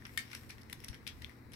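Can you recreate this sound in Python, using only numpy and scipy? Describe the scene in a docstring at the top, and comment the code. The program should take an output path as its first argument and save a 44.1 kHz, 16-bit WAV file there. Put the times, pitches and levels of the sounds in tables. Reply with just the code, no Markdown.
"""A small room with a hard floor, where a wooden marionette is jiggled a little left of the microphone.
One hoof strikes the floor and rings its leg with a clack. The loose limbs click against each other,
and strings and joints rub. Under it lie a low room rumble, the hum of an appliance and one soft thud
as the puppeteer shifts."""
import sys
import numpy as np
from scipy import signal
from scipy.fft import rfft, irfft, next_fast_len
from scipy.io import wavfile
from scipy.ndimage import map_coordinates

SR = 44100
rng = np.random.default_rng(int(sys.argv[2]) if len(sys.argv) > 2 else 0)


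def inscribe(sig):
    """Save sig as 16-bit PCM at rate SR to the path in sys.argv[1].

    A 1-D sig is mono; a 2-D sig holds one channel per row.
    Samples are clipped to [-1, 1] before scaling.
    """
    pcm = np.round(np.clip(np.atleast_2d(sig).T, -1, 1) * 32767)
    wavfile.write(sys.argv[1], SR, pcm.astype(np.int16))


N = 68355
TIME_S = np.arange(N) / SR


def amp(db):
    return 10 ** (np.asarray(db) / 20)


def unit_rms(x):
    return x / np.sqrt(np.mean(x ** 2) + 1e-20)


def unit_hit(x):
    """Scale to the energy of 2 ms of stereo at rms 1."""
    return x / np.sqrt(np.sum(x ** 2) / (2 * .002 * SR) + 1e-20)


def curve(points, hz):
    """Interpolate (Hz, value) points on a log axis."""
    point_hz, values = np.transpose(points)
    return np.interp(np.log(hz + 1), np.log(point_hz + 1), values)


def pan(db):
    """Stereo gains of mean power 1, left over right by db."""
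    return unit_rms(amp(np.array([[db / 2], [-db / 2]])))


def wobble(rate_hz):
    """Smooth random curve with knots at rate_hz."""
    knots = rng.standard_normal(int(N * rate_hz / SR) + 4)
    return map_coordinates(knots, [TIME_S * rate_hz])


def filtered(x, response):
    """Apply response(hz) to x."""
    n = x.shape[-1]
    size = next_fast_len(n + 8192)
    return irfft(rfft(x, size) * response(np.fft.rfftfreq(size, 1 / SR)), size)[..., :n]


def min_phase(gain_db):
    """Minimum-phase response with this gain."""
    cepstrum = irfft(np.log(np.maximum(amp(gain_db), 1e-6)))
    half = len(cepstrum) // 2
    return np.exp(rfft(np.r_[cepstrum[:1], 2 * cepstrum[1:half], np.zeros(len(cepstrum) - half)]))


def resonance(hz, centre_hz, width_hz):
    """Response of one damped mode, 1 at its centre."""
    return 1j * hz * width_hz / (centre_hz ** 2 - hz ** 2 + 1j * hz * width_hz)


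def white_pair(size, correlation):
    """Partly correlated stereo white noise."""
    mid, side = rng.standard_normal((2, size))
    angle = np.arccos(correlation) / 2
    mid, side = np.cos(angle) * mid, np.sin(angle) * side
    return np.array([mid + side, mid - side])


def noise(spectrum, correlation):
    """Coloured stereo noise of rms 1."""
    return unit_rms(filtered(white_pair(N, correlation), lambda hz: amp(curve(spectrum, hz))))


def add(out, start_s, x):
    span = out[:, round(start_s * SR):][:, :x.shape[1]]
    span += x[:, :span.shape[1]]


# Each row: frequency in Hz, relative level in dB.
RUMBLE_SPECTRUM = [(20, -29), (35, 2), (50, -0.5), (80, 8.5), (110, 0), (160, 0.5), (300, -38)]
TONE_SPECTRUM = [(90, -13), (150, -9.5), (230, 4), (330, 0.5), (480, -8.5), (650, -25), (1000, -53)]
AIR_SPECTRUM = [(300, 3), (650, -1.5), (1000, 0.5), (1400, -1.5), (2050, 0.5), (2600, -9.5), (3200, -33),
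                (3900, -9), (5000, -17), (7000, -33), (15000, -23)]
# Each row: time in seconds, level before trim in dB.
RUMBLE_ENVELOPE = [(0.0, -60.5), (0.172, -55.5), (0.336, -67.5), (0.388, -55), (0.764, -60.5),
                   (0.78, -50.5), (0.872, -59.5), (0.898, -52), (1.036, -59), (1.26, -52), (1.32, -68),
                   (1.55, -53.5)]
# Each row: frequency in Hz, mean level in dB.
HUM_PARTIALS = [(76.5, -70.5), (119.5, -62.5), (221, -65.5), (259, -69), (481, -79)]

def background():
    """A slightly unsteady appliance hum, a swelling rumble, steady room tone and soft air noise."""
    hum = 0
    for hz, db in HUM_PARTIALS:
        peak = np.sqrt(2) * amp(db + 1.2 * wobble(6.2))
        phase = .5 * wobble(4.64) + rng.uniform(0, 2 * np.pi)
        hum += peak * np.sin(2 * np.pi * hz * TIME_S + phase)
    rumble_db = np.interp(TIME_S, *np.transpose(RUMBLE_ENVELOPE)) - 0.5
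    rumble = amp(rumble_db) * noise(RUMBLE_SPECTRUM, correlation=0.63)
    tone = amp(-62) * noise(TONE_SPECTRUM, correlation=0.76)
    air = amp(-62.5) * noise(AIR_SPECTRUM, correlation=0.1)
    return pan(0.5) * (rumble + tone + hum) + pan(7) * air


# Each row: start in seconds, frequency in Hz, level in dB, pan in dB.
SHIFT_THUDS = [(0.899, 67.6, -29, 18)]

def thud(t60_s=0.049, attack_s=0.0025):
    """The puppeteer shifts: one low, quickly damped tone."""
    out = np.zeros((2, N))
    t = np.arange(SR // 4) / SR
    for start_s, hz, db, pan_db in SHIFT_THUDS:
        envelope = amp(db - 60 * t / t60_s) * (1 - np.exp(-t / attack_s))
        add(out, start_s, pan(pan_db) * envelope * np.sin(2 * np.pi * hz * t))
    return out


# Each row: frequency in Hz, gain in dB at a share of 1.
LEFT_PORT_EQ = [(600, -0.5), (2000, 1.5), (3200, 1.5), (4200, 3), (5300, -5), (6900, -5), (8000, 2.5),
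                (10400, 5), (11800, -5), (13000, 1), (15500, -3)]
RIGHT_PORT_EQ = [(600, 1.5), (2000, -8.5), (3100, -25.5), (4200, -2.5), (5300, 1.5), (6700, -6),
                 (7700, -0.5), (10400, -11.5), (13000, -26.5), (15500, -20)]

def mic_ports(x, share):
    """Each microphone port colours the sound; diffuse sound takes a smaller share of that colour."""
    ports = LEFT_PORT_EQ, RIGHT_PORT_EQ
    return filtered(x, lambda hz: np.array([min_phase(share * curve(eq, hz)) for eq in ports]))


# Each row: frequency in Hz, T60 in seconds.
REVERB_T60 = [(500, 0.27), (2500, 0.15), (5000, 0.18), (10000, 0.11), (15000, 0.18)]
# Each row: frequency in Hz, relative level in dB.
REVERB_SPECTRUM = [(1000, -0.5), (3500, 2.5), (5500, 2), (7500, 5.5), (15000, -5)]

def in_room(hit, wet_db, pan_db, first_wall_s=0.011):
    """The direct hit plus the room's short, diffuse tail."""
    hz, t, bands = signal.stft(rng.standard_normal((2, SR // 3)), SR, nperseg=128)
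    fade = amp(curve(REVERB_SPECTRUM, hz)[:, None] - 60 * t / curve(REVERB_T60, hz)[:, None])
    tail = signal.istft(bands * fade, SR, nperseg=128)[1]
    tail[:, np.arange(tail.shape[1]) / SR < first_wall_s] *= 0.68  # weaker early scatter
    wet = signal.fftconvolve(hit, tail / np.linalg.norm(tail[0]), axes=1)
    out = amp(wet_db) * mic_ports(wet, share=0.42)
    add(out, 0, pan(pan_db) * mic_ports(hit, share=0.76))
    return out


# Each row: centre in Hz, width in Hz, gain in dB.
WOOD_MODES = [(1960, 853, 0), (3560, 1510, -3), (5650, 950, -3), (7940, 670, -10), (10900, 1450, -3),
              (14900, 1000, -10)]

def wood(hz):
    """The broad, heavily damped resonances of a limb, alternating in sign."""
    return sum((-1) ** k * amp(db) * resonance(hz, centre_hz, width_hz)
               for k, (centre_hz, width_hz, db) in enumerate(WOOD_MODES))


# Each row: time in seconds, upper-mid gain in dB, treble gain in dB.
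RUB_ENVELOPE = [(0.0, -64.5, -73), (0.138, -61.5, -61.5), (0.302, -56.5, -67), (0.374, -60, -60.5),
                (0.518, -67, -69), (0.772, -66, -76), (0.846, -57, -65.5), (0.928, -71, -79),
                (1.122, -67, -70.5), (1.302, -63, -70.5), (1.55, -84, -82)]
# Each row: frequency in Hz, relative level in dB.
RUB_MID_SPECTRUM = [(1200, -6.5), (2200, 4), (3200, -1), (4400, -7.5), (5500, 0), (6600, -12), (9000, -58)]
RUB_TREBLE_SPECTRUM = [(4500, -82), (6800, -3), (9000, -2.5), (10500, -7.5), (13000, 5), (15500, -6.5)]

def rubbing(ticks_per_s=230, tick_spread_db=4.5, tick_cutoff_hz=5030):
    """Strings and joints slide with a faint, grainy hiss and tiny wooden ticks."""
    times_s, mid_db, treble_db = np.transpose(RUB_ENVELOPE)
    mid_gain = amp(np.interp(TIME_S, times_s, mid_db))
    treble_gain = amp(np.interp(TIME_S, times_s, treble_db))
    grain_db = 0.25 * (wobble(440) + wobble(66))
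    mid = amp(grain_db - 3) * noise(RUB_MID_SPECTRUM, correlation=0.12)
    treble = amp(grain_db - 0.5) * noise(RUB_TREBLE_SPECTRUM, correlation=0.069)
    onsets = rng.random(N) < ticks_per_s / SR
    slips = onsets * amp(tick_spread_db * rng.standard_normal(N)) * rng.standard_normal((2, N))
    ticks = amp(-7) * unit_rms(filtered(slips, lambda hz: wood(hz) / (1 + 1j * hz / tick_cutoff_hz)))
    return mic_ports(mid_gain * (mid + ticks) + treble_gain * treble, share=0.55)


def contact(length_s, rise_s, release_s=0.00089, chatter=0.58, whitening=0.59, size=4096):
    """Two hard faces chatter against each other in a brief broadband burst."""
    t = np.arange(size) / SR
    press = np.exp(-np.maximum(t - length_s + release_s, 0) / release_s) * (1 - np.exp(-t / rise_s))
    rough = white_pair(size, correlation=0.17) * np.exp(chatter * rng.standard_normal(size))
    spectrum = rfft(rough * press)
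    burst = irfft(spectrum / (np.abs(spectrum) + 1e-9) ** whitening, size)
    return burst * np.exp(-np.maximum(t - length_s, 0) / (2 * release_s))


# Each row: start in seconds, contact in seconds, body, clack and tick gains in dB,
# ring in Hz, reverb gain in dB, pan in dB.
LIMB_KNOCKS = [(0.02, 0.0037, -47.5, -75, -65, 1880, -11, 4),
               (0.0515, 0.0024, -35.5, -41.5, -52, 5560, -9.5, -7),
               (0.0548, 0.0039, -40.5, -49, -67, 5600, -12, 13),
               (0.0626, 0.0077, -41.5, -56, -50, 2360, -12, -2),
               (0.092, 0.0029, -51, -61, -78, 2000, -7, -2),
               (0.312, 0.0061, -45, -44.5, -51, 5800, -1, -3.5),
               (0.33, 0.0026, -41.5, -44, -48, 2300, -4.5, 1),
               (0.334, 0.0023, -43.5, -47, -79, 1440, -2.5, 3),
               (0.347, 0.006, -36.5, -37.5, -39, 5420, -6, -0.5),
               (0.434, 0.0013, -53.5, -58, -61, 2000, -5, 7),
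               (0.491, 0.0073, -58.5, -46.5, -49.5, 2100, 0.5, -1),
               (0.501, 0.0018, -40, -65, -57, 2360, -2, 15),
               (0.5045, 0.0032, -50, -39.5, -43.5, 2280, -9, -8),
               (0.581, 0.0026, -50.5, -53, -62, 1850, -5, -3),
               (0.611, 0.0098, -64, -50.5, -55, 4840, -20, 0),
               (0.698, 0.0008, -50.5, -52.5, -52, 2040, 2, 5),
               (0.7265, 0.0051, -36, -39, -35, 3570, -11, 2), (0.802, 0.0022, -53, -55, -52.5, 5500, -7, 5),
               (0.839, 0.00051, -45, -55, -53, 1950, -3.5, 3),
               (0.842, 0.0056, -55, -41, -39, 5640, -14, 1.5),
               (0.883, 0.0015, -43, -41.5, -42.5, 9740, -6, -3),
               (0.885, 0.0035, -59, -35, -51.5, 5600, -12, 5), (0.9293, 0.0016, -44, -55, -62, 5600, 2, -3),
               (0.9443, 0.00074, -47, -49, -51.5, 3150, -8, -2),
               (0.948, 0.0044, -50.5, -52, -61, 1660, -5, 1),
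               (1.067, 0.0005, -44.5, -40.5, -50, 2550, 3, 21),
               (1.073, 0.0038, -40, -39, -44, 3250, -2.5, 2.5),
               (1.0767, 0.002, -49, -38.5, -41, 4860, -16, 1),
               (1.217, 0.0042, -51.5, -49, -62, 2000, 1.5, 15),
               (1.221, 0.0012, -64, -44.5, -50, 3470, -19, -2),
               (1.2455, 0.00075, -42, -40, -56, 3360, -10, 11),
               (1.294, 0.0025, -54.5, -62, -59.5, 1940, 0, 9),
               (1.519, 0.00094, -55.5, -54, -59, 9900, 3.5, 3),
               (1.533, 0.0033, -55, -50, -50, 2250, -2, 11),
               (1.5369, 0.0034, -49.5, -44.5, -62, 5430, 1.5, -4)]
# Body, clack and tick frequencies in Hz.
KNOCK_BANDS_HZ = [1900, 4000, 10500]

def limb_knocks(ring_width_hz=326):
    """Loose limbs collide; each contact stirs the wood's modes and briefly rings one part."""
    out = np.zeros((2, N))
    for start_s, length_s, *bands_db, ring_hz, wet_db, pan_db in LIMB_KNOCKS:
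        force = contact(length_s, rise_s=0.44 * length_s)
        knock = amp(1.5) * unit_hit(filtered(force, wood))
        eq = list(zip(KNOCK_BANDS_HZ, bands_db))

        def struck_part(hz):
            return (1 + amp(6) * resonance(hz, ring_hz, ring_width_hz)) * min_phase(curve(eq, hz))

        add(out, start_s, in_room(filtered(knock, struck_part), wet_db, pan_db))
    return out


# Each row: frequency in Hz, relative level in dB, T60 in seconds.
LEG_RING_MODES = [(1640, -8.5, 0.016), (1832, 0, 0.022), (2178, 0.5, 0.019), (2910, -8.5, 0.015),
                  (3490, -14.5, 0.013), (4705, -15.5, 0.014), (9300, -21, .009), (10550, -17, .009)]

def leg_ring(size, attack_s=0.0004, low_cut_hz=1270, drift_step_rad=0.012):
    """The struck leg's modes drift in phase as the joint rattles; the small leg radiates little bass."""
    t = np.arange(size) / SR
    ring = 0
    for hz, db, t60_s in LEG_RING_MODES:
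        phase = rng.uniform(0, 2 * np.pi) + rng.normal(0, 0.46, (2, 1))
        drift = drift_step_rad * np.cumsum(rng.standard_normal(size))
        ring += amp(db - 60 * t / t60_s) * np.sin(2 * np.pi * hz * t + phase + drift)
    low_cut = signal.butter(2, low_cut_hz, "highpass", fs=SR, output="sos")
    return signal.sosfilt(low_cut, ring * (1 - np.exp(-t / attack_s)))


# Each row: start in seconds, contact in seconds, gain in dB, pan in dB.
FLOOR_STRIKES = [(.175, 0.0036, -26.5, -0.5)]
# Each row: frequency in Hz, relative level in dB.
CRACK_SPECTRUM = [(600, -39), (1000, -26), (1600, 0), (2300, -2.5), (2900, 0), (4800, -4.5), (7000, -8),
                  (10500, -3), (13000, -3.5), (15500, -11)]

def hoof_strike():
    """The hoof hits the floor with a hard crack and rings the wooden leg."""
    out = np.zeros((2, N))
    for start_s, length_s, db, pan_db in FLOOR_STRIKES:
        force = contact(length_s, rise_s=0.0001)
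        crack = unit_hit(filtered(force, lambda hz: min_phase(curve(CRACK_SPECTRUM, hz))))
        ring = unit_hit(leg_ring(crack.shape[1]))
        hit = amp(db) * (amp(-1) * crack + amp(3) * ring)
        add(out, start_s, in_room(hit, wet_db=-4, pan_db=pan_db))
    return out


def scene():
    """The puppet in its room."""
    return hoof_strike() + limb_knocks() + rubbing() + background() + thud()


def record(dry):
    """A steep low-pass limits the band."""
    cutoff_hz = 15900
    return filtered(dry, lambda hz: 1 / (1 + (hz / cutoff_hz) ** 200))


dry = scene()
out = record(dry)
inscribe(out)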